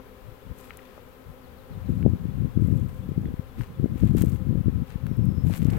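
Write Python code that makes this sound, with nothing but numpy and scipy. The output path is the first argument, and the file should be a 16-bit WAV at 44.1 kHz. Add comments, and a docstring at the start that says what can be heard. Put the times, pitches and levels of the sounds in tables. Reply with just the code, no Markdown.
"""Wind on a microphone beside a beehive.

Gusts buffet the two ports of a hand-held microphone with rumble and eddies. Beneath them, in a dry
field, bees' wingbeats hum, boots scuff grass and soil, twigs tick, small birds call far off and a
hand rubs the case. The left port is open; the sheltered right one hears the field weaker and duller."""
import sys
import numpy as np
from scipy import signal
from scipy.fft import rfft, irfft, next_fast_len
from scipy.io import wavfile
from scipy.ndimage import uniform_filter1d, minimum_filter1d, map_coordinates

SR = 44100
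rng = np.random.default_rng(int(sys.argv[2]) if len(sys.argv) > 2 else 0)


def master_out(mix):
    """Clip the mix to full scale and print it as 16-bit PCM to the path in sys.argv[1]."""
    frames = np.transpose(np.atleast_2d(mix))
    ceiling = np.clip(frames, -1, 1)
    pcm = np.round(ceiling * 32767).astype(np.int16)
    wavfile.write(sys.argv[1], SR, pcm)


N = 254898


def amp(db):
    """Decibels to gain."""
    return 10 ** (np.asarray(db) / 20)


def unit(x):
    """Scale to rms 1."""
    return x / np.sqrt(np.mean(x ** 2) + 1e-20)


def even(x, window_samples=1800):
    """Hold the short-term rms near 1."""
    power = uniform_filter1d(uniform_filter1d(x ** 2, window_samples), window_samples // 2)
    return x / np.sqrt(np.abs(power) + .062 * np.mean(x ** 2))


def along(points, hz):
    """Interpolate (freq_hz, value) points on a log axis."""
    freq_hz, values = np.transpose(points)
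    return np.interp(np.log(hz + 1), np.log(freq_hz + 1), values)


def wobble(rate_hz):
    """Smooth random curve through rate_hz knots a second."""
    return map_coordinates(rng.standard_normal(4096), [np.arange(N) * rate_hz / SR], mode="mirror")


def coloured(x, gain):
    """Filter by the function gain(hz)."""
    size = next_fast_len(N + 8192)
    return irfft(rfft(x, size) * gain(np.fft.rfftfreq(size, 1 / SR)), size)[..., :N]


def shaped(x, curve):
    """Filter by (freq_hz, gain_db) points."""
    return coloured(x, lambda hz: amp(along(curve, hz)))


def noise(spectrum):
    """Noise of the given spectrum, rms 1."""
    return unit(shaped(rng.standard_normal(N), spectrum))


def crackle(spectrum, rate_hz, grain_share):
    """Tiny fractures on a bed of friction noise, rms 1."""
    grains = unit((rng.random(N) < rate_hz / SR) * rng.standard_normal(N))
    friction = rng.standard_normal(N)
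    return unit(shaped(np.sqrt(grain_share) * grains + np.sqrt(1 - grain_share) * friction, spectrum))


def add(track, start_s, sound):
    """Mix a short sound into the track."""
    part = track[max(round(start_s * SR), 0):][:len(sound)]
    part += sound[:len(part)]


def swell(start_s, length_s, attack_s, release_s, sag_db_per_s):
    """Gain that rises, holds and dies; attack and release per 20 dB, negative sag grows."""
    t = np.arange(N) / SR - start_s
    outside = np.maximum(-t, 0) / attack_s + np.maximum(t - length_s, 0) / release_s
    return amp(-20 * outside - sag_db_per_s * (np.clip(t, 0, length_s) - length_s / 2))


def overlap(rows, **shape):
    """Power sum of swells, one gain curve per level column."""
    return np.sqrt(sum(np.outer(amp(levels_db), swell(start_s, length_s, **shape)) ** 2
                       for start_s, length_s, *levels_db in rows))


def ports(left, right):
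    """Stereo pair: shelter weakens and dulls the right port."""
    # shelter transmission: freq_hz, gain_db
    shelter = [(100, -3.5), (700, -9.5), (2400, -7.5), (4200, -8), (5500, -15), (9000, -40), (15000, -22)]
    return np.array([left, shaped(right, shelter)])


def diffuse(a, b):
    """Two unrelated sounds as one diffuse field, most alike in the bass."""
    # likeness at the two ports: freq_hz, coherence
    coherence = [(60, 0.44), (240, 0.82), (480, 0.69), (950, 0.35), (2000, 0.02), (6000, 0)]
    angle = lambda hz: np.arccos(np.clip(along(coherence, hz), 0, 1)) / 2
    mid = coloured(a, lambda hz: np.cos(angle(hz)))
    side = coloured(b, lambda hz: np.sin(angle(hz)))
    return ports(mid + side, mid - side)


def air():
    """Soft, slowly swaying open air over steady microphone hiss."""
    # open-air spectrum: freq_hz, density_db
    air_spectrum = [(20, 5), (70, 7.5), (150, 1), (210, 4), (320, 0.5), (450, 8.5), (650, -2), (1300, -2),
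                    (2000, -7.5), (3300, -12), (5000, -20), (8000, -31), (16000, -45)]
    # channel hiss spectrum: freq_hz, density_db
    hiss_spectrum = [(1000, -20), (4000, -11), (6500, -6), (10000, -5), (12500, 2.5), (16000, -0.5)]
    field = diffuse(noise(air_spectrum), noise(air_spectrum)) * amp(-49.5 + .38 * wobble(2.46))
    return field + np.array([amp(db) * noise(hiss_spectrum) for db in (-59.5, -72.5)])


def note(length_s, start_hz, end_hz):
    """Bird note: a straight glide that swells and fades."""
    progress = np.linspace(0, 1, round(length_s * SR))
    pitch_hz = start_hz + (end_hz - start_hz) * progress
    return np.sin(np.pi * progress) * np.sin(2 * np.pi * np.cumsum(pitch_hz) / SR)


def chirps(start_s=1.418, every_s=.143, top_hz=5200, step_hz=270, level_db=-63):
    """Four falling chirps, each starting lower."""
    out = np.zeros(N)
    for k in range(4):
        chirp = note(length_s=.065, start_hz=top_hz - k * step_hz, end_hz=3130)
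        add(out, start_s + k * every_s, amp(level_db) * chirp)
    return out


def seesaw(start_s=2.294, every_s=.2405, high_hz=3420, low_hz=2080, level_db=-58.5):
    """Evenly spaced, slightly falling pips, high and low in turn."""
    out = np.zeros(N)
    for k in range(7):
        for beat, hz in [(k, high_hz), (k + .5, low_hz)]:
            pip = note(length_s=.026, start_hz=hz * 1.0125, end_hz=hz * .9875)
            add(out, start_s + beat * every_s, amp(level_db) * pip)
    return out


def whistle(start_s=5.085, length_s=.32, start_hz=5700, end_hz=5210, settle_s=.08):
    """Thin whistle: an accented downslide, then a wavering note that grows."""
    t = np.maximum(np.arange(N) / SR - start_s, 0)
    pitch_hz = end_hz + (start_hz - end_hz) * np.exp(-t / settle_s)
    phase = 2 * np.pi * np.cumsum(pitch_hz * (1 + .006 * wobble(130))) / SR
    slide = amp(-67) * swell(start_s, settle_s / 2, attack_s=.025, release_s=.06, sag_db_per_s=10)
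    hold = amp(-70) * swell(start_s, length_s, attack_s=.025, release_s=.04, sag_db_per_s=-50)
    return (slide + hold) * amp(3 * wobble(45)) * np.sin(phase)


def scattered(x, t60_s, wet_db):
    """Ground and trees add a short diffuse tail."""
    t = np.arange(SR // 3) / SR
    tail = rng.standard_normal(len(t)) * amp(-60 * t / t60_s)
    return x + amp(wet_db) * signal.fftconvolve(x, tail / np.linalg.norm(tail))[:N]


def birds():
    """Three far birds across the field."""
    calls = chirps() + seesaw() + whistle()
    left = scattered(calls, t60_s=.31, wet_db=-5.5)
    right = amp(-11) * scattered(calls, t60_s=.2, wet_db=1)
    return ports(left, right)


def bees(count=8):
    """Wingbeats of count bees per kind, each drifting in pitch and distance."""
    # wingbeat of each kind: pitch_hz, drift_ratio, level_db
    wingbeats = [(257, .03, -51.5), (203, .03, -58)]
    # wingbeat harmonics: multiple, level_db
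    harmonics = [(1, -2.5), (2, -.7), (3, -12), (4, -9.5), (5, -12.5), (6, -26)]
    out = np.zeros(N)
    for pitch_hz, drift_ratio, level_db in wingbeats:
        for _ in range(count):
            phase = 2 * np.pi * np.cumsum(pitch_hz * (1 + drift_ratio * wobble(12))) / SR
            buzz = sum(amp(db) * np.sin(multiple * phase) for multiple, db in harmonics)
            nearness = amp(1.9 * wobble(3.95))
            out += amp(level_db) * unit(buzz * nearness) / np.sqrt(count)
    return out


def footsteps():
    """Boots brush dry blades and crunch soil in uneven clumps."""
    # boot scuffs: start_s, length_s, swish_db, crunch_db
    scuffs = [(.585, .08, -54.5, -55), (.69, .29, -72, -58), (1.87, .14, -65, -64), (2.62, .37, -63.5, -64),
              (3.59, .035, -56.5, -47.5), (3.98, .11, -56.5, -53.5), (4.175, .045, -43, -45),
              (4.235, .11, -54, -57), (4.88, .05, -62, -53), (5.47, .3, -52.5, -51.5),
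              (5.53, .035, -45.5, -42.5)]
    # dry grass spectrum: freq_hz, density_db
    grass = [(2500, -30), (4500, -9.5), (6000, -4), (8000, 2), (10000, -2.5), (12500, 4.5), (16000, -3.5)]
    # crumbling soil spectrum: freq_hz, density_db
    soil = [(300, -19), (700, 3.5), (1500, 1.5), (2500, 1), (3600, -4.5), (5000, -10), (8000, -19)]
    swish_gain, crunch_gain = overlap(scuffs, attack_s=.03, release_s=.075, sag_db_per_s=12)
    clumps = amp(2.4 * wobble(130) - .3)
    pair = []
    for _ in range(2):
        swish = swish_gain * crackle(grass, rate_hz=330, grain_share=.65)
        crunch = crunch_gain * crackle(soil, rate_hz=240, grain_share=.6)
        pair.append(clumps * (swish + crunch))
    return ports(*pair)


def ticks(splinter_db=-3, t60_at_1khz_s=.02):
    """Twigs and grit: one crack and brief splintering through a broad resonance."""
    # snaps: start_s, peak_db, centre_hz, width_octaves
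    snaps = [(.654, -37, 11000, .6), (.707, -24, 1750, .75), (.772, -23.5, 10600, .65),
             (.792, -34.5, 2100, .55), (.979, -28, 450, 1.2), (2.028, -34, 1980, .7), (2.1, -37, 7000, 1.8),
             (2.8, -38, 9000, .9), (3.218, -36, 12000, 1), (3.256, -37.5, 2000, .7), (3.61, -27, 1400, 1),
             (4.21, -30, 3000, 2.7), (4.297, -27, 11000, 1.1), (4.32, -33, 4500, 1.8),
             (5.067, -28, 1300, 1.4), (5.068, -30, 11000, .83), (5.17, -33, 13500, .7),
             (5.255, -31, 12500, .8), (5.499, -29, 580, .55), (5.549, -25, 1800, 2.1),
             (5.647, -29, 5500, 1.5), (5.702, -27, 3500, 1.6)]
    out = np.zeros((2, N))
    t = np.arange(-SR // 100, SR // 25) / SR
    hz = np.fft.rfftfreq(len(t), 1 / SR) + 1
    crack = unit(1. * (t == 0))
    for start_s, peak_db, centre_hz, width_octaves in snaps:
        t60_s = t60_at_1khz_s * (1000 / centre_hz) ** .25  # higher ticks die sooner
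        resonance = np.exp(-(np.log2(hz / centre_hz) / width_octaves) ** 2)
        for port in out:
            splinters = rng.standard_normal(len(t)) * (t > 0) * amp(-60 * np.abs(t) / t60_s)
            snap = irfft(rfft(crack + amp(splinter_db) * unit(splinters)) * resonance)
            add(port, start_s + t[0], amp(peak_db) * snap / np.abs(snap).max())
    return ports(*out)


def grip():
    """Skin drags over the case by the right port, pressing ever harder."""
    # rubbing spectrum: freq_hz, density_db
    rub = [(60, -9), (200, -1), (450, 0), (700, -4), (1000, -10), (2200, -14), (3500, -27), (6000, -50)]
    press = amp(-39) * swell(start_s=5.68, length_s=.12, attack_s=.03, release_s=.05, sag_db_per_s=-50)
    left = amp(-9) * crackle(rub, rate_hz=300, grain_share=.4)
    right = crackle(rub, rate_hz=520, grain_share=.47)
    return press * np.array([left, right])


def low_cut(x, cut_hz):
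    """The microphone passes no steady pressure, so every push swings back."""
    return signal.sosfilt(signal.butter(2, cut_hz, "high", fs=SR, output="sos"), x)


def eddy(centre_hz):
    """Passing eddy: a pressure peak between two troughs, centred in 40 ms."""
    u = np.pi * centre_hz * np.arange(-SR // 50, SR // 50) / SR
    return (1 - 3 * u ** 2) / (1 + u ** 2) ** 3


def flutter(centre_hz, scatter_db=3.5, count=480):
    """Small eddies push and suck at uneven intervals, scattered about the curve centre_hz."""
    # port cavity response: freq_hz, gain_db
    cavity = [(25, -10), (60, -1), (100, 3), (150, 2), (230, -2.5), (350, -10), (600, -18), (1200, -24)]
    out = np.zeros(N)
    places = ((np.arange(count) + rng.random(count)) * (N - 1) / count).astype(int)
    for i, (speed, strength, direction) in zip(places, rng.standard_normal((count, 3))):
        pulse = eddy(centre_hz[i] * 2 ** (.24 * speed))
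        add(out, i / SR - .02, np.sign(direction + .5) * amp(scatter_db * strength) * pulse)
    return low_cut(even(shaped(out, cavity)), cut_hz=43.5)


def thumps():
    """Eddies big enough to be heard singly."""
    # strong eddies: time_s, level_db, centre_hz
    eddies = [(.514, -19.5, 80), (1.894, -8.5, 128), (2.055, -1, 100), (2.063, 3.5, 216), (2.136, -8, 120),
              (2.255, -12.5, 120), (2.575, -3.5, 130), (2.727, -4.5, 108), (3.091, -14, 140),
              (3.119, -16, 150), (3.18, -8, 128), (3.26, -13.5, 120), (3.341, -15, 131), (3.396, -12.5, 99),
              (3.604, -11, 100), (3.799, -9, 133), (3.843, -4, 150), (3.86, -10, 190), (3.958, -9.5, 110),
              (4.036, -6.5, 174), (4.15, -4, 156), (4.239, -4, 167), (4.47, -7, 110), (4.683, -5, 135),
              (4.822, -10, 98), (4.959, -12, 98), (5.115, -11, 130), (5.29, -8, 109), (5.655, -4, 128),
              (5.686, -4.5, 101)]
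    out = np.zeros(N)
    for time_s, level_db, centre_hz in eddies:
        add(out, time_s - .02, amp(level_db) * eddy(centre_hz))
    return low_cut(out, cut_hz=35)


def buffet(gust_gain, calm_db, knee_db, eddy_hz, octaves_per_db, flutter_db, rumble_db, puff_db):
    """Wind on one port: above the knee, smooth breeze breaks into puffs of rumble and eddies."""
    # gust rumble spectrum: freq_hz, density_db
    rumble_spectrum = [(10, -33), (22, -18), (43, -8), (75, 2), (125, 1), (170, -3), (220, -9), (300, -18),
                       (450, -34), (700, -56), (1500, -90)]
    # deeper spectrum of a light breeze: freq_hz, density_db
    breeze_spectrum = [(10, -28), (22, -7), (43, -1.5), (75, 0.5), (110, -4.5), (180, -18), (300, -36),
                       (700, -70)]
    calm_gain = amp(calm_db + 1.5 * wobble(10))
    flow = np.hypot(gust_gain, calm_gain)
    over_knee_db = 20 * np.log10(flow) - knee_db
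    broken_share = 1 / (1 + amp(-1.96 * over_knee_db))
    eddies = flutter(eddy_hz * 2 ** (octaves_per_db * over_knee_db))  # faster flow, shorter eddies
    turbulence = amp(rumble_db) * even(noise(rumble_spectrum)) + amp(flutter_db) * eddies
    depth_db = puff_db * np.clip(1 - over_knee_db / 36, .2, 1)  # harder gusts are steadier
    puffs = even(amp(depth_db * wobble(45)), window_samples=3000)
    breeze = even(noise(breeze_spectrum))
    return flow * (np.sqrt(1 - broken_share) * breeze + np.sqrt(broken_share) * puffs * turbulence)


def wind():
    """The same gusts reach both ports, each with its own turbulence; big eddies thump the left."""
    # gusts: start_s, length_s, left_db, right_db
    gusts = [(.24, .08, -39, -60), (.465, .055, -35.5, -60), (1.27, .04, -39.5, -53), (1.45, .2, -47, -56),
             (1.71, .16, -33.5, -45), (1.885, .28, -22.5, -36.5), (2.05, .028, -11, -36),
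             (2.21, .16, -28, -41), (2.38, .09, -20.5, -41), (2.48, .07, -36, -49), (2.567, .2, -18.3, -42),
             (2.77, .085, -21, -42), (2.87, .11, -35, -42), (2.995, .14, -30, -42), (3.17, .14, -26, -31.5),
             (3.36, .2, -43, -49), (3.575, .04, -24, -41), (3.67, .1, -46, -39), (3.795, .075, -21, -37),
             (3.9, .08, -26, -38), (4.02, .25, -17, -34), (4.28, .08, -21, -48), (4.37, .08, -28, -55),
             (4.465, .14, -18.5, -42), (4.66, .035, -19, -35), (4.735, .09, -22.5, -41),
             (4.9, .13, -36, -56), (5.04, .15, -25, -46), (5.19, .11, -19, -46), (5.32, .11, -23, -44),
             (5.44, .07, -18, -43), (5.52, .08, -29, -53), (5.6, .18, -21.5, -42)]
    exposed, sheltered = overlap(gusts, attack_s=.024, release_s=.036, sag_db_per_s=4)
    left = buffet(exposed, calm_db=-51.5, knee_db=-37.5, eddy_hz=88, octaves_per_db=.055,
                  flutter_db=-2.3, rumble_db=-.7, puff_db=4.6)
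    right = buffet(sheltered, calm_db=-57.5, knee_db=-50, eddy_hz=113, octaves_per_db=.08,
                   flutter_db=-2, rumble_db=-4, puff_db=3.8)
    return np.array([left + thumps(), right])


def limiter(x, ceiling, window_samples=1500):
    """The gain ducks briefly around any peak above the ceiling."""
    needed = np.minimum(1, ceiling / (np.abs(x).max(axis=0) + 1e-9))
    return x * uniform_filter1d(minimum_filter1d(needed, window_samples), window_samples)


def scene():
    """Wind on the ports over the quiet field."""
    return wind() + air() + diffuse(bees(), bees()) + footsteps() + ticks() + grip() + birds()


def record(dry):
    """Peak limiter, then a sharp band limit."""
    return coloured(limiter(dry, ceiling=.93), lambda hz: hz < 15900)


dry = scene()
out = record(dry)
master_out(out)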